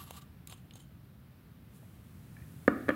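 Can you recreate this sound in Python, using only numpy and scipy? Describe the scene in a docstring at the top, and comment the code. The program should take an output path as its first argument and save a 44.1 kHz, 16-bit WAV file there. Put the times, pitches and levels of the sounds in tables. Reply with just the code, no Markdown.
"""Spooning powder from a can

A plastic spoon drags through powder in a small metal can, ticking on its wall, and tips the powder
into a bowl with a soft hiss. The can is set down on a wooden table: one firm knock, then a rocking,
rattling second one. A quiet kitchen rumbles underneath; the microphone hisses."""
import sys
import numpy as np
from scipy import signal
from scipy.fft import rfft, irfft
from scipy.io import wavfile
from scipy.ndimage import uniform_filter1d

SR = 44100
rng = np.random.default_rng(int(sys.argv[2]) if len(sys.argv) > 2 else 0)


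def to_wav(s):
    """Save 16-bit WAV."""
    ch = np.atleast_2d(s).T  # columns
    pcm = np.round(np.clip(ch, -1, 1) * 32767)  # PCM
    wavfile.write(sys.argv[1], SR, pcm.astype(np.int16))


N = 130095


def amp(db):
    return 10 ** (np.asarray(db) / 20)


def unit_level(x):
    return x / np.sqrt(np.mean(x ** 2) + 1e-20)


def at_pitch(points, hz):
    pitches, values = np.transpose(points)
    return np.interp(np.log(hz + 1), np.log(pitches + 1), values)


def at_time(points, t, column=1):
    rows = np.array(points, float)
    return np.interp(t, rows[:, 0], rows[:, column])


def add(mix, start, sound):
    part = mix[round(start * SR):][:len(sound)]
    part += sound[:len(part)]


def colour(x, points):
    """Turns each pitch up or down, following rows of Hz and dB."""
    return irfft(rfft(x) * amp(at_pitch(points, np.fft.rfftfreq(len(x), 1 / SR))), len(x))


def ring(x, hz, width):
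    """Rings at one pitch; a narrower width rings longer."""
    decay = np.exp(-np.pi * width / SR)
    pole = decay * np.exp(2j * np.pi * hz / SR)
    return 2 * signal.lfilter([1 - decay], [1, -pole], x).real


def background():
    """The kitchen rumbles and the microphone hisses, with a faint flicker in the treble."""
    # Each row: pitch in Hz, relative level in dB.
    spectrum = [(25, -46), (45, -20), (87, 0.5), (160, -2), (270, -12.5), (350, -20), (480, -24.5),
                (800, -30), (1400, -30), (2200, -34.5), (3920, -39), (5500, -45), (7310, -51.5),
                (10000, -45.5), (14000, -38.5), (16000, -41.5)]
    # Each row: time in seconds, relative rumble level in dB.
    rumble_levels = [(0.0, -52.5), (0.63, -51.5), (1.12, -53.5), (2.22, -52), (2.52, -47.5), (2.66, -52.5)]
    # Each row: time in seconds, lift in dB (doubled for the hiss).
    lifts = [(0, 2), (.4, 1.5), (1.0, 1), (1.6, 1.5), (2.0, 2), (2.6, 3), (2.75, 4), (2.95, 5)]
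    frames, hz = N // 256 + 5, np.fft.rfftfreq(1024, 1 / SR)
    t = np.arange(frames) * 256 / SR
    real, imag, flicker = rng.standard_normal((frames, 513, 3)).T
    flicker = unit_level(uniform_filter1d(uniform_filter1d(flicker, 8, 0), 10, 1))
    bass = 1 / (1 + (hz[:, None] / 375) ** 4)  # fades from 1 to 0 around 375 Hz
    noise = (real + 1j * imag) * amp(at_pitch(spectrum, hz)[:, None] + 0.7 * (1 - bass) * flicker)
    scale = np.std(signal.istft(noise, nperseg=1024, noverlap=768)[1])
    rumble_db = at_time(rumble_levels, t)
    noise *= amp(bass * (rumble_db - rumble_db.mean()) + (2 - bass) * at_time(lifts, t))
    return amp(-54.5) / scale * signal.istft(noise, nperseg=1024, noverlap=768)[1][:N]


def kitchen_echo(x):
    """Many small echoes blur together, each pitch fading at its own speed."""
    # Each row: pitch in Hz, seconds to fade by 60 dB, relative level in dB.
    bands = [(100, 0.71, 8), (247, 0.42, 6), (344, 0.81, 1), (500, 0.34, -9.5), (680, 0.8, -0.5),
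             (905, 0.13, 3), (1390, 0.57, 2), (1720, 0.82, -9), (2700, .45, 2.5), (3950, 0.39, -4),
             (8000, 0.46, -2.5)]
    pitches, fade_s, db = np.transpose(bands)
    echoes = np.zeros(SR // 2)
    slots = np.arange(0, SR // 2 - 20, 20)
    echoes[slots + rng.integers(0, 20, len(slots))] = rng.choice([-1., 1.], len(slots))
    hz, t, spectra = signal.stft(echoes, SR, nperseg=512)
    spectra *= amp(-60 * t / np.interp(hz, pitches, fade_s)[:, None] + np.interp(hz, pitches, db)[:, None])
    tail = signal.istft(spectra, SR, nperseg=512)[1]
    gap = np.zeros(round(0.007 * SR))
    return signal.fftconvolve(x, np.concatenate([gap, tail / np.linalg.norm(tail)]))[:N]


def pour():
    """Fine powder hisses into the bowl; a high hiss stays to the end."""
    # Each row: time in seconds, level in dB.
    levels = [(1.68, -83), (1.72, -75), (1.76, -65), (1.8, -71), (2.0, -73.5), (2.4, -68.5), (2.65, -67),
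              (2.95, -66)]
    # Each row: pitch in Hz, relative level in dB.
    spectrum = [(2000, -12), (5000, -5.5), (6500, -3), (8500, 0), (9400, -1), (9900, 5), (10500, -1),
                (12000, 0.5), (16000, -5)]
    hiss = unit_level(colour(rng.standard_normal(N), spectrum))
    return hiss * amp(at_time(levels, np.arange(N) / SR))


def can_ring(x, lip):
    """The can's tones depend on where the spoon touches, and waver as the contact shifts."""
    # Each row: pitch in Hz, width in Hz, dB with the spoon deep, dB with it at the lip.
    tones = [(740, 120, -8, -14), (1165, 42, 11.5, -7), (2770, 98, -1, -10.5), (3100, 100, -1, -3),
             (3760, 450, -10, -13), (4430, 150, -20, -8), (6500, 100, -33, -3), (7380, 130, -5, -6),
             (8100, 200, -19, -15), (9500, 68, -30, 4.5), (9800, 150, -3, -36), (11300, 230, 2, -22),
             (12200, 260, -5, -42)]
    drift = uniform_filter1d(rng.standard_normal((N // 256 + 1, len(tones))), 5, axis=0) * np.sqrt(5)
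    waver_db = 2 * np.repeat(drift, 256, axis=0)[:N].T
    return sum((-1) ** k * ring(x * amp(deep + (top - deep) * lip + waver_db[k]), hz, width)
               for k, (hz, width, deep, top) in enumerate(tones))


def wall_ticks(lip):
    """The spoon snaps against the wall and rings the can."""
    # Each row: start in seconds, then dB below 2 kHz, at 2-5 kHz, at 6-10 kHz and above 11 kHz.
    ticks = [(0.108, -24, -34, -35, -34), (.4730, -54, -34.5, -33.5, -34), (0.4976, -47, -40, -60, -46),
             (0.509, -50, -44, -57, -56), (0.5239, -21, -27.5, -57, -56), (0.7088, -40, -35, -52.5, -61),
             (0.7558, -37.5, -42, -41.5, -46), (0.804, -55, -49, -54, -71)]
    t, snaps = np.arange(1024) / SR, np.zeros(N)
    rise_s, fade_s = 0.0007, 0.012
    envelope = amp(-60 * t / fade_s) * np.minimum(t / rise_s, 1)
    for start, low, mid, high, top in ticks:
        spectrum = [(300, low - 20), (500, low), (800, low), (1100, low - 6), (1700, low - 6),
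                    (2500, mid), (4500, mid), (5500, high - 10), (7000, high), (10000, high),
                    (11500, top), (16000, top)]
        add(snaps, start, colour(rng.standard_normal(len(t)), spectrum) * envelope)
    return snaps + amp(1) * can_ring(snaps, lip)


def spoon():
    """Clumped powder grains crunch and ring the can under each stroke, joined by the wall ticks."""
    # One list per stroke. Each row: time in seconds, pressure in dB, place from 0 (deep) to 1 (lip).
    strokes = [
        [(0, -54, 0.04), (.03, -56, 0), (.06, -63, 0.1), (.079, -55, 0.18), (.095, -56.5, 0.5),
         (.13, -57.5, 0.5), (.15, -57, 0.03), (.175, -49.5, 0.32), (.19, -51, .4), (.205, -81, 0),
         (.22, -51, 0.6), (.245, -79, 0.6)],
        [(.472, -70, 0.4), (.485, -56, 0), (.492, -59, 1), (.5, -53.5, 0.96), (.525, -52, 0.15),
         (.54, -52, 0.92), (.552, -77, 1), (.58, -60, 0.8), (.6, -74.5, 0.5)],
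        [(.733, -76, 0.8), (.737, -49, 1), (.746, -82, 0.6), (.756, -56, 1), (.775, -57, 0.5), (.788, -66, 0.8),
         (.802, -53, .7), (.815, -64, 0.94), (.84, -65, 0.85), (.86, -76, 0.66)],
    ]
    # The powder's crunch. Each row: pitch in Hz, relative level in dB.
    grit = [(400, -26), (1000, -9), (3000, -18.5), (4500, -12), (5700, -18), (8000, -15), (12000, -20.5),
            (16000, -13)]
    grains_per_s, grit_gain, lip_db = 9000, amp(2.5), -10.5
    t, pressure = np.arange(N) / SR, np.zeros(N)
    grains = rng.choice([-1, 1], N) * amp(3 * np.minimum(rng.exponential(1, N), 4))
    grains *= rng.random(N) < grains_per_s / SR
    clumps_db = 1.5 * unit_level(uniform_filter1d(rng.standard_normal(N), 200))
    grains = unit_level(grains * amp(clumps_db))
    lip = at_time(sum(strokes, []), t, column=2)
    for rows in strokes:
        pressure += amp(at_time(rows, t)) * (t >= rows[0][0]) * (t <= rows[-1][0])
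    scale = np.std(can_ring(grains, lip) + grit_gain * colour(grains, grit))
    pressed = grains * pressure
    crunch = grit_gain * colour(pressed * amp(lip_db * lip), grit)  # weaker at the lip
    return (can_ring(pressed, lip) + crunch) / scale + wall_ticks(lip)


def rim_touches():
    """Light touches on the can's rim each ring two brief tones."""
    # Each row: start in seconds, level in dB, lower pitch in Hz.
    touches = [(1.83, -51, 614), (2.3669, -47, 1720), (2.386, -56, 1790), (2.401, -57, 1740),
               (2.421, -52.5, 1850), (2.432, -59, 1830)]
    t, out = np.arange(8192) / SR, np.zeros(N)
    rise_s, fade_s = 0.00067, 0.034
    for start, db, hz in touches:
        tones = np.sin(2 * np.pi * hz * t) + 0.45 * np.sin(2 * np.pi * 1.33 * hz * t)
        add(out, start, tones * amp(db - 60 * t / fade_s) * np.minimum(t / rise_s, 1))
    return out


def table_knocks():
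    """Each blow is a short push that rings the table and the can's base, with a thin crack on top."""
    # Each row: pitch in Hz, relative level in dB, seconds to fade by 60 dB.
    tones = [(124, -22, 0.091), (254.4, -18.5, 0.12), (280, 2, 0.017), (549, 2.5, 0.02), (600, -33, 0.014),
             (708, -23.5, 0.059), (877, -20, 0.01), (1260, -4, 0.027), (1490, -4.5, 0.021),
             (1713, 9.5, 0.01), (1830, -2.5, 0.011), (2096, -3.5, 0.014), (2830, -23, 0.052),
             (3180, -14, 0.028)]
    # Each row: start in seconds, strength in dB, contact in milliseconds, crack strength in dB.
    blows = [(2.6787, -7.5, 0.54, -44), (2.6826, -17.5, 1.18, -52), (2.8829, -25.5, 0.49, -80),
             (2.8855, -31.5, 0.35, -55), (2.89, -15, 0.37, -42), (2.8934, -22, 0.43, -48),
             (2.9034, -21, 0.31, -66), (2.9090, -28.5, 0.91, -65)]
    # Each row: pitch in Hz, relative level in dB.
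    crack_spectrum = [(1500, 5), (3000, 16.5), (4500, 9), (6000, -7), (9000, -2.5), (16000, -10)]
    t, out = np.arange(8192) / SR, np.zeros(N)
    build_s, crack_fade_s = 0.0011, 0.016
    # Tones under 400 Hz belong to the table top, which swings against the can.
    body = sum(np.sign(400 - hz) * amp(db - 60 * t / fade_s) * np.sin(2 * np.pi * hz * t)
               for hz, db, fade_s in tones)
    body *= 1 - np.exp(-t / build_s)
    for start, db, contact_ms, crack_db in blows:
        push = np.sin(np.pi * np.clip(t[:128] * 1000 / contact_ms, 0, 1)) ** 2
        thud = amp(db) * np.convolve(body, push / push.sum())[:len(t)]
        crack = colour(rng.standard_normal(len(t)), crack_spectrum)
        add(out, start, thud + crack * amp(crack_db - 60 * t / crack_fade_s))
    return out


def scene():
    """Spoon and knocks echo in the kitchen, over the pour and the background."""
    scrapes = spoon()
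    bass_cut = signal.butter(2, 114, "high", fs=SR, output="sos")  # little bass reaches the air
    knocks = signal.sosfilt(bass_cut, table_knocks() + rim_touches())
    echo = kitchen_echo(amp(-15) * scrapes + amp(-11) * knocks)
    return (scrapes + knocks + echo + pour() + background())[None]


def record(dry):
    """The microphone drops the deepest bass; the highest treble is cut too."""
    bass_cut = signal.butter(3, 57, "high", fs=SR, output="sos")
    treble_cut = signal.firwin(511, 15900, window=("kaiser", 9), fs=SR)
    return signal.oaconvolve(signal.sosfilt(bass_cut, dry), treble_cut[None], "same")


dry = scene()
out = record(dry)
to_wav(out)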